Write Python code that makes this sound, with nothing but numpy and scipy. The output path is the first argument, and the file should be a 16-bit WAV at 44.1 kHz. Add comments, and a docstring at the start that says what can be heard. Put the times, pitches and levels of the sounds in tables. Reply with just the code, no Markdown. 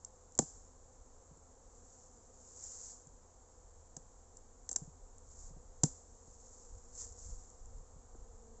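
"""A beekeeper prises at a hive's wooden cover, on dry leaves, while bees hum and light air rumbles on a
small microphone that rings near 7 kHz. The tool ticks and the cover cracks sharply at 0.4 s, ringing
board and box; a short rustle follows. Boots swish through the leaves around 2 to 3 s. From 4 s come
small knocks and soft bumps, then the heaviest knock at 5.8 s as the cover cracks loose. More swishes,
ticks and dull low thuds follow, and at the very end one bee flies close past."""
import sys
import numpy as np
from scipy import signal
from scipy.fft import rfft, irfft
from scipy.io import wavfile

SR = 44100
rng = np.random.default_rng(int(sys.argv[2]) if len(sys.argv) > 2 else 0)


def master_out(mix):
    """Clip the mix to full scale and print it as 16-bit PCM to the path in sys.argv[1]."""
    frames = np.transpose(np.atleast_2d(mix))
    ceiling = np.clip(frames, -1, 1)
    pcm = np.round(ceiling * 32767).astype(np.int16)
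    wavfile.write(sys.argv[1], SR, pcm)


N = 379260
TIME = np.arange(N) / SR


def from_db(db):
    """Decibels to gain."""
    return 10 ** (np.asarray(db) / 20)


def rms_one(x):
    """Scale to rms 1."""
    return x / np.sqrt(np.mean(x ** 2) + 1e-20)


def level(rows):
    """A fader ride through (seconds, dB) points, silent outside them."""
    s, db = np.transpose(rows)
    return from_db(np.interp(TIME, s, db, left=-150, right=-150))


def drift(rate_hz):
    """Smooth random wandering, spread 1."""
    step = 40
    pole = np.exp(-2 * np.pi * step * rate_hz / SR)
    slow = signal.lfilter([1], [1, -2 * pole, pole * pole], rng.standard_normal(N // step + 2002))[2000:]
    return np.interp(np.arange(N) / step, np.arange(len(slow)), rms_one(slow))


def colour(x, spectrum):
    """Minimum-phase EQ of unit power through (Hz, dB) points, falling 24 dB an octave beyond them."""
    size = 2 ** 13
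    hz, db = np.transpose(spectrum)
    octave = np.log2(np.maximum(np.fft.rfftfreq(size, 1 / SR), 1))
    outside = np.abs(octave - np.clip(octave, np.log2(hz[0]), np.log2(hz[-1])))
    curve_db = np.interp(octave, np.log2(hz), db) - 24 * outside
    cepstrum = irfft(np.log(from_db(curve_db)))
    cepstrum[1:size // 2] *= 2
    cepstrum[size // 2 + 1:] = 0
    response = irfft(np.exp(rfft(cepstrum)))
    return signal.fftconvolve(x, response / np.linalg.norm(response))[:N]


def noise(spectrum):
    """Steady coloured noise, rms 1."""
    return colour(rng.standard_normal(N), spectrum)


# EQ of the outdoor air and of the microphone hiss. Each row: frequency in Hz, relative level in dB.
AIR_EQ = [(65, -37.5), (110, -10), (215, -8.5), (256, -5.5), (296, -12), (407, -7), (434, -5), (518, -3.5),
          (579, -11.5), (690, -7.5), (997, -11), (2520, -33.5), (5000, -33.5), (6500, -62), (11000, -120)]
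HISS_EQ = [(3500, -22.5), (5000, -13), (6000, -3.5), (6800, 2.5), (7500, 5.5), (8000, -9), (8600, -31)]
# A far-off drone. Each row: pitch in Hz, level in dB.
DRONE_TONES = [(81, -67.5), (110.5, -79)]


def background():
    """The bed: a distant outdoor wash, a faint low drone and microphone hiss."""
    wash = from_db(-68) * noise(AIR_EQ)
    drone = 0
    for hz, db in DRONE_TONES:
        gain = from_db(db + 0.47 * drift(3.2))
        drone += gain * np.sin(2 * np.pi * np.cumsum(hz + .6 * drift(2)) / SR)
    return wash + drone + from_db(-68.5) * noise(HISS_EQ)


# Strength of the breeze. Each row: time in seconds, level in dB.
BREEZE_RIDE = [(0, -66.5), (0.7, -60.5), (2.5, -64), (4.6, -61.5), (5.6, -55), (6.1, -63), (6.9, -56),
               (8.6, -55)]
# Dull thuds of footsteps or handling. Each row: peak time in seconds, level in dB, half length in seconds.
LOW_THUDS = [(5.48, -54, .08), (6.76, -44.5, .05), (7.327, -47.5, 0.1), (7.77, -49.5, 0.088)]
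# EQ of the rumble. Each row: frequency in Hz, relative level in dB.
RUMBLE_EQ = [(15, 2.5), (35, 4), (55, -4.5), (80, -5.5), (110, -18), (170, -36), (300, -39.5)]


def rumble(flutter_db):
    """A light, uneven breeze rumbles on the microphone, with dull thuds of footsteps or handling."""
    thuds = sum(from_db(db) * np.exp(-((TIME - s) / half_s) ** 2) for s, db, half_s in LOW_THUDS)
    return np.hypot(level(BREEZE_RIDE), thuds) * from_db(flutter_db * drift(5)) * noise(RUMBLE_EQ)


# Timbre of a bee. Each row: multiple of the wingbeat, relative level in dB.
WING_HARMONICS = [(1, -3), (2, 3), (3, -8.5), (4, -8.5), (5, -9), (6, -17.5), (7, -26)]


def bee(wing_hz, tilt_db, turn_db):
    """Wingbeats make a harmonic buzz; each partial swells and fades as the bee turns."""
    phase = 2 * np.pi * (np.cumsum(wing_hz) / SR + rng.random())
    return sum(from_db(db + tilt_db * max(k - 2, 0) + turn_db * drift(1)) * np.sin(k * phase)
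               for k, db in WING_HARMONICS)


# The hum at the entrance. Each row: time in seconds, mean wingbeat in Hz, level in dB.
SWARM_RIDE = [(0, 253, -73), (1.3, 254, -73.5), (2.0, 244.9, -69.5), (3.0, 246.2, -73.5), (3.5, 249, -79.5),
              (4.2, 252, -74), (7.0, 241, -70.5), (8.6, 247.8, -70.5)]


def swarm(count):
    """Many bees hover, each at its own wavering pitch and distance."""
    s, hz, db = np.transpose(SWARM_RIDE)
    mean_hz = np.interp(TIME, s, hz)
    hum = 0
    for detune in np.linspace(-1, 1, count):
        wing_hz = mean_hz * (1 + .05 * detune + .03 * drift(1.8) + 0.00811 * drift(14.96))
        hum += from_db(1.5 * drift(1.3)) * bee(wing_hz, tilt_db=-0.23, turn_db=2.5)
    return level(np.c_[s, db]) * rms_one(hum)


def passing_bee(closest_s, half_s, db, pitch_hz, sag_hz_per_s):
    """One bee flies by with sagging pitch, 3 dB down at half_s either side of its closest point."""
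    along = (TIME - closest_s) / half_s
    wing_hz = pitch_hz - sag_hz_per_s * half_s * np.clip(along, -2, 2)
    buzz = bee(wing_hz * (1 + .008 * drift(25)), tilt_db=-2.5, turn_db=1.0)
    return from_db(db) * rms_one(buzz) / np.hypot(1, along ** 2)


def swell(s, rise_s, hold_s, fall_s):
    """Envelope of a movement: up 20 dB per rise_s, held from s, then down 20 dB per fall_s."""
    away = np.maximum(s - TIME, 0) / rise_s + np.maximum(TIME - s - hold_s, 0) / fall_s
    return from_db(-20 * away)


# A short rustle after the first knock, later swishes through dry leaves.
# Each row: start of the hold in seconds, level in dB, then rise, hold and fall in seconds.
RUSTLES = [(0.47, -60, .03, .02, 0.27), (1.94, -64.5, .5, .06, .5), (2.5, -60.5, .4, .05, .2),
           (2.62, -49.5, .11, .03, .36), (2.83, -51, .25, .085, .11), (5.3, -64, .06, .05, .2),
           (5.42, -58.5, .2, 0.058, 0.06), (6.5, -61.5, .7, 0.061, 0.84), (7.0, -46.5, 0.093, .04, 0.08),
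           (7.21, -55.5, 0.16, 0.039, 0.44)]
# EQ of dry leaves. Each row: frequency in Hz, relative level in dB.
LEAF_EQ = [(700, -18.5), (1500, -19.5), (2600, -31), (3600, -26.5), (5000, -11), (6000, -1.5), (6800, 4.5),
           (7550, 5.5), (8000, -9.5), (8600, -37.5)]


def leaves(grains_per_s, size_db):
    """Dry leaves rub and snap in dense tiny grains that swell with each rustle."""
    snaps = rng.random(N) < grains_per_s / SR
    sizes = from_db(size_db * np.minimum(rng.exponential(1, N), 4))
    grains = snaps * sizes * rng.choice([-1, 1], N)
    power = sum((from_db(db) * swell(s, *shape)) ** 2 for s, db, *shape in RUSTLES)
    return np.sqrt(power) * from_db(drift(30)) * rms_one(colour(grains, LEAF_EQ))


# EQ of the outdoor reverb. Each row: frequency in Hz, relative level in dB.
REVERB_EQ = [(400, -9), (900, -16), (2500, -37), (4000, -26.5), (5400, -11.5), (6500, -4), (7400, 4),
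             (7950, -10), (8500, -33.5), (9000, -61.5)]


def outdoors(x, early_db, early_t60, late_db, late_t60):
    """Leaf litter scatters the sound into a short diffuse tail, the trees into a faint longer one."""
    age = np.arange(SR) / SR
    fade = from_db(early_db - 60 * age / early_t60) + from_db(late_db - 60 * age / late_t60)
    energy = signal.fftconvolve(x ** 2, fade ** 2 * (age > .003))[:N]
    return np.sqrt(np.maximum(energy, 0)) * from_db(0.82 * drift(83)) * noise(REVERB_EQ)


def strike(times, db, modes, spread_db, tilt_db=0):
    """Each blow rings every damped mode at a strength of its own; tilt_db per octave brightens it."""
    ring = np.zeros(N)
    for hz, mode_db, t60 in modes:
        blow_db = db + mode_db + tilt_db * np.log2(hz / 500)
        clicks = np.zeros(N)
        clicks[(times * SR).astype(int)] = from_db(blow_db + spread_db * rng.standard_normal(len(times)))
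        decay, angle = from_db(-60 / (t60 * SR)), 2 * np.pi * hz / SR
        mode = signal.lfilter([0, np.sin(angle)], [1, -2 * decay * np.cos(angle), decay ** 2],
                              clicks + 1e-18)
        ring = mode - ring  # neighbouring modes swing in opposite directions
    # the wood radiates no deep bass
    return signal.sosfilt(signal.butter(2, 85, "high", fs=SR, output="sos"), ring)


def soften(x, cut_hz):
    """A yielding contact takes the top off a blow."""
    return signal.sosfilt(signal.butter(3, cut_hz, fs=SR, output="sos"), x)


def crack(times, db, lengths_s, spectrum, fade_s):
    """A contact is a few milliseconds of tiny slips that build up and die quickly."""
    force = np.zeros(N)
    age = np.arange(SR // 20) / SR
    for s, gain, length in zip(times, from_db(db), np.broadcast_to(lengths_s, len(times))):
        at = int(s * SR)
        attack = np.minimum(age / (0.8 * length), 1)
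        release = np.exp(-np.maximum(age - length, 0) / fade_s)
        force[at:at + len(age)] += gain * attack * release
    return colour(force * rng.choice([-1, 1], N), spectrum)


# EQ of a crack and of splintering wood and propolis. Each row: frequency in Hz, relative level in dB.
CRACK_EQ = [(3000, -49), (4300, -30), (5100, -20), (6000, -6.5), (6800, -2), (7500, 4), (8000, -16),
            (8600, -36)]
SPLINTER_EQ = [(1000, -11.5), (1700, 0), (2300, -10), (3200, -6), (4300, -2.5), (5300, 3.5), (6500, -5.5),
               (7800, -2.5), (8600, -26)]
# Ring of the cover board and the hive box. Each row: pitch in Hz, relative level in dB, t60 in seconds.
BOARD_MODES = [(222, -3.5, 0.073), (291, 1.5, 0.039), (356, -1, 0.033), (465, -6.5, 0.047),
               (550, -6.5, 0.031), (738, -2, 0.025), (799, -7, 0.054), (940, -11.5, 0.03),
               (1170, -16.5, 0.029), (1464, -16.5, 0.027), (1720, -15.5, 0.026)]
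BOX_MODES = [(150.6, 2, 0.061), (190, -3.5, 0.012), (265, -21, 0.14)]
# Light ticks of tool and twigs. Each row: start in seconds, level in dB.
TICKS = [(0.0476, -35.5), (0.321, -52), (0.3511, -42.5), (0.377, -40.5), (1.372, -54), (2.5616, -46),
         (2.638, -39), (3.0705, -48), (4.369, -42.5), (4.728, -33), (5.1813, -53), (6.9511, -40),
         (7.123, -45), (7.5007, -50), (7.6568, -54.5), (7.7829, -50.5)]
# Soft bumps of hands and cover on the box. Each row: start in seconds, box and board levels in dB.
BUMPS = [(0.422, -40.5, -45.5), (1.311, -53, -62.5), (1.368, -60, -68), (3.067, -53.5, -69),
         (4.817, -39, -58), (4.875, -46.5, -66), (5.505, -48, -68), (5.563, -49, -59), (6.274, -54.5, -65),
         (7.289, -53.5, -65), (7.799, -52.5, -63), (7.958, -53, -71), (8.148, -69, -56)]
# Knocks on the cover. Each row: start in seconds, crack, splinter and board levels in dB, board
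# brightness in dB per octave, box level in dB, contact length in seconds, reverb send in dB.
KNOCKS = [(0.3884, -19.5, -33, -23, 0.5, -29.5, 0.0019, 3.5),
          (3.9651, -37.5, -58.5, -50, 1, -46, 0.0021, 2.5), (4.6902, -30, -51, -55, 0, -60, 0.0015, 2.5),
          (4.7126, -30.5, -59, -49, 1.5, -59, 0.0016, 6), (4.759, -22.5, -43.5, -49.5, 9.5, -59, 0.0027, 0),
          (5.8338, -17, -36, -28.5, -0.5, -17, 0.0027, 4)]


def cover():
    """Knocks crack and splinter at the contact and ring board and box; ticks only crack, bumps thud."""
    knock_s, crack_db, splinter_db, board_db, bright_db, box_db, contact_s, send_db = np.transpose(KNOCKS)
    snap = crack(knock_s, crack_db, contact_s, CRACK_EQ, fade_s=0.0023)
    snap += crack(knock_s, splinter_db, contact_s, SPLINTER_EQ, fade_s=0.0024)
    board = strike(knock_s + 0.00056, board_db, BOARD_MODES, spread_db=3, tilt_db=bright_db)
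    box = strike(knock_s + 0.0015, box_db, BOX_MODES, spread_db=0.8)  # the heavy box swings later
    knocks = snap + soften(board, cut_hz=1650) + soften(box, cut_hz=550)

    tick_s, tick_db = np.transpose(TICKS)
    ticks = crack(tick_s, tick_db, lengths_s=0.00076, spectrum=CRACK_EQ, fade_s=0.0012)

    bump_s, bump_box_db, bump_board_db = np.transpose(BUMPS)
    bumps = soften(strike(bump_s, bump_box_db, BOX_MODES, spread_db=2.0), cut_hz=316)
    bumps += soften(strike(bump_s, bump_board_db, BOARD_MODES, spread_db=4), cut_hz=1250)

    # each knock throws its own share of sound toward the ground
    latest_knock = np.maximum(np.searchsorted(knock_s, TIME) - 1, 0)
    send = snap * from_db(send_db[latest_knock]) + ticks
    reverb = outdoors(send, early_db=-46, early_t60=0.15, late_db=-57, late_t60=0.72)
    return knocks + ticks + bumps + reverb


def scene():
    """The mono mix: cover up front, bees, leaves and air behind it."""
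    mix = cover() + swarm(count=9)
    mix += passing_bee(closest_s=8.49, half_s=.09, db=-63.5, pitch_hz=225.5, sag_hz_per_s=22)
    mix += leaves(grains_per_s=3800, size_db=1.3)
    mix += rumble(flutter_db=1.35) + background()
    return mix[None]


def record(dry):
    """A steep low-pass takes off everything above 8750 Hz."""
    return signal.sosfilt(signal.ellip(10, .2, 45, 8750, fs=SR, output="sos"), dry)


dry = scene()
out = record(dry)
master_out(out)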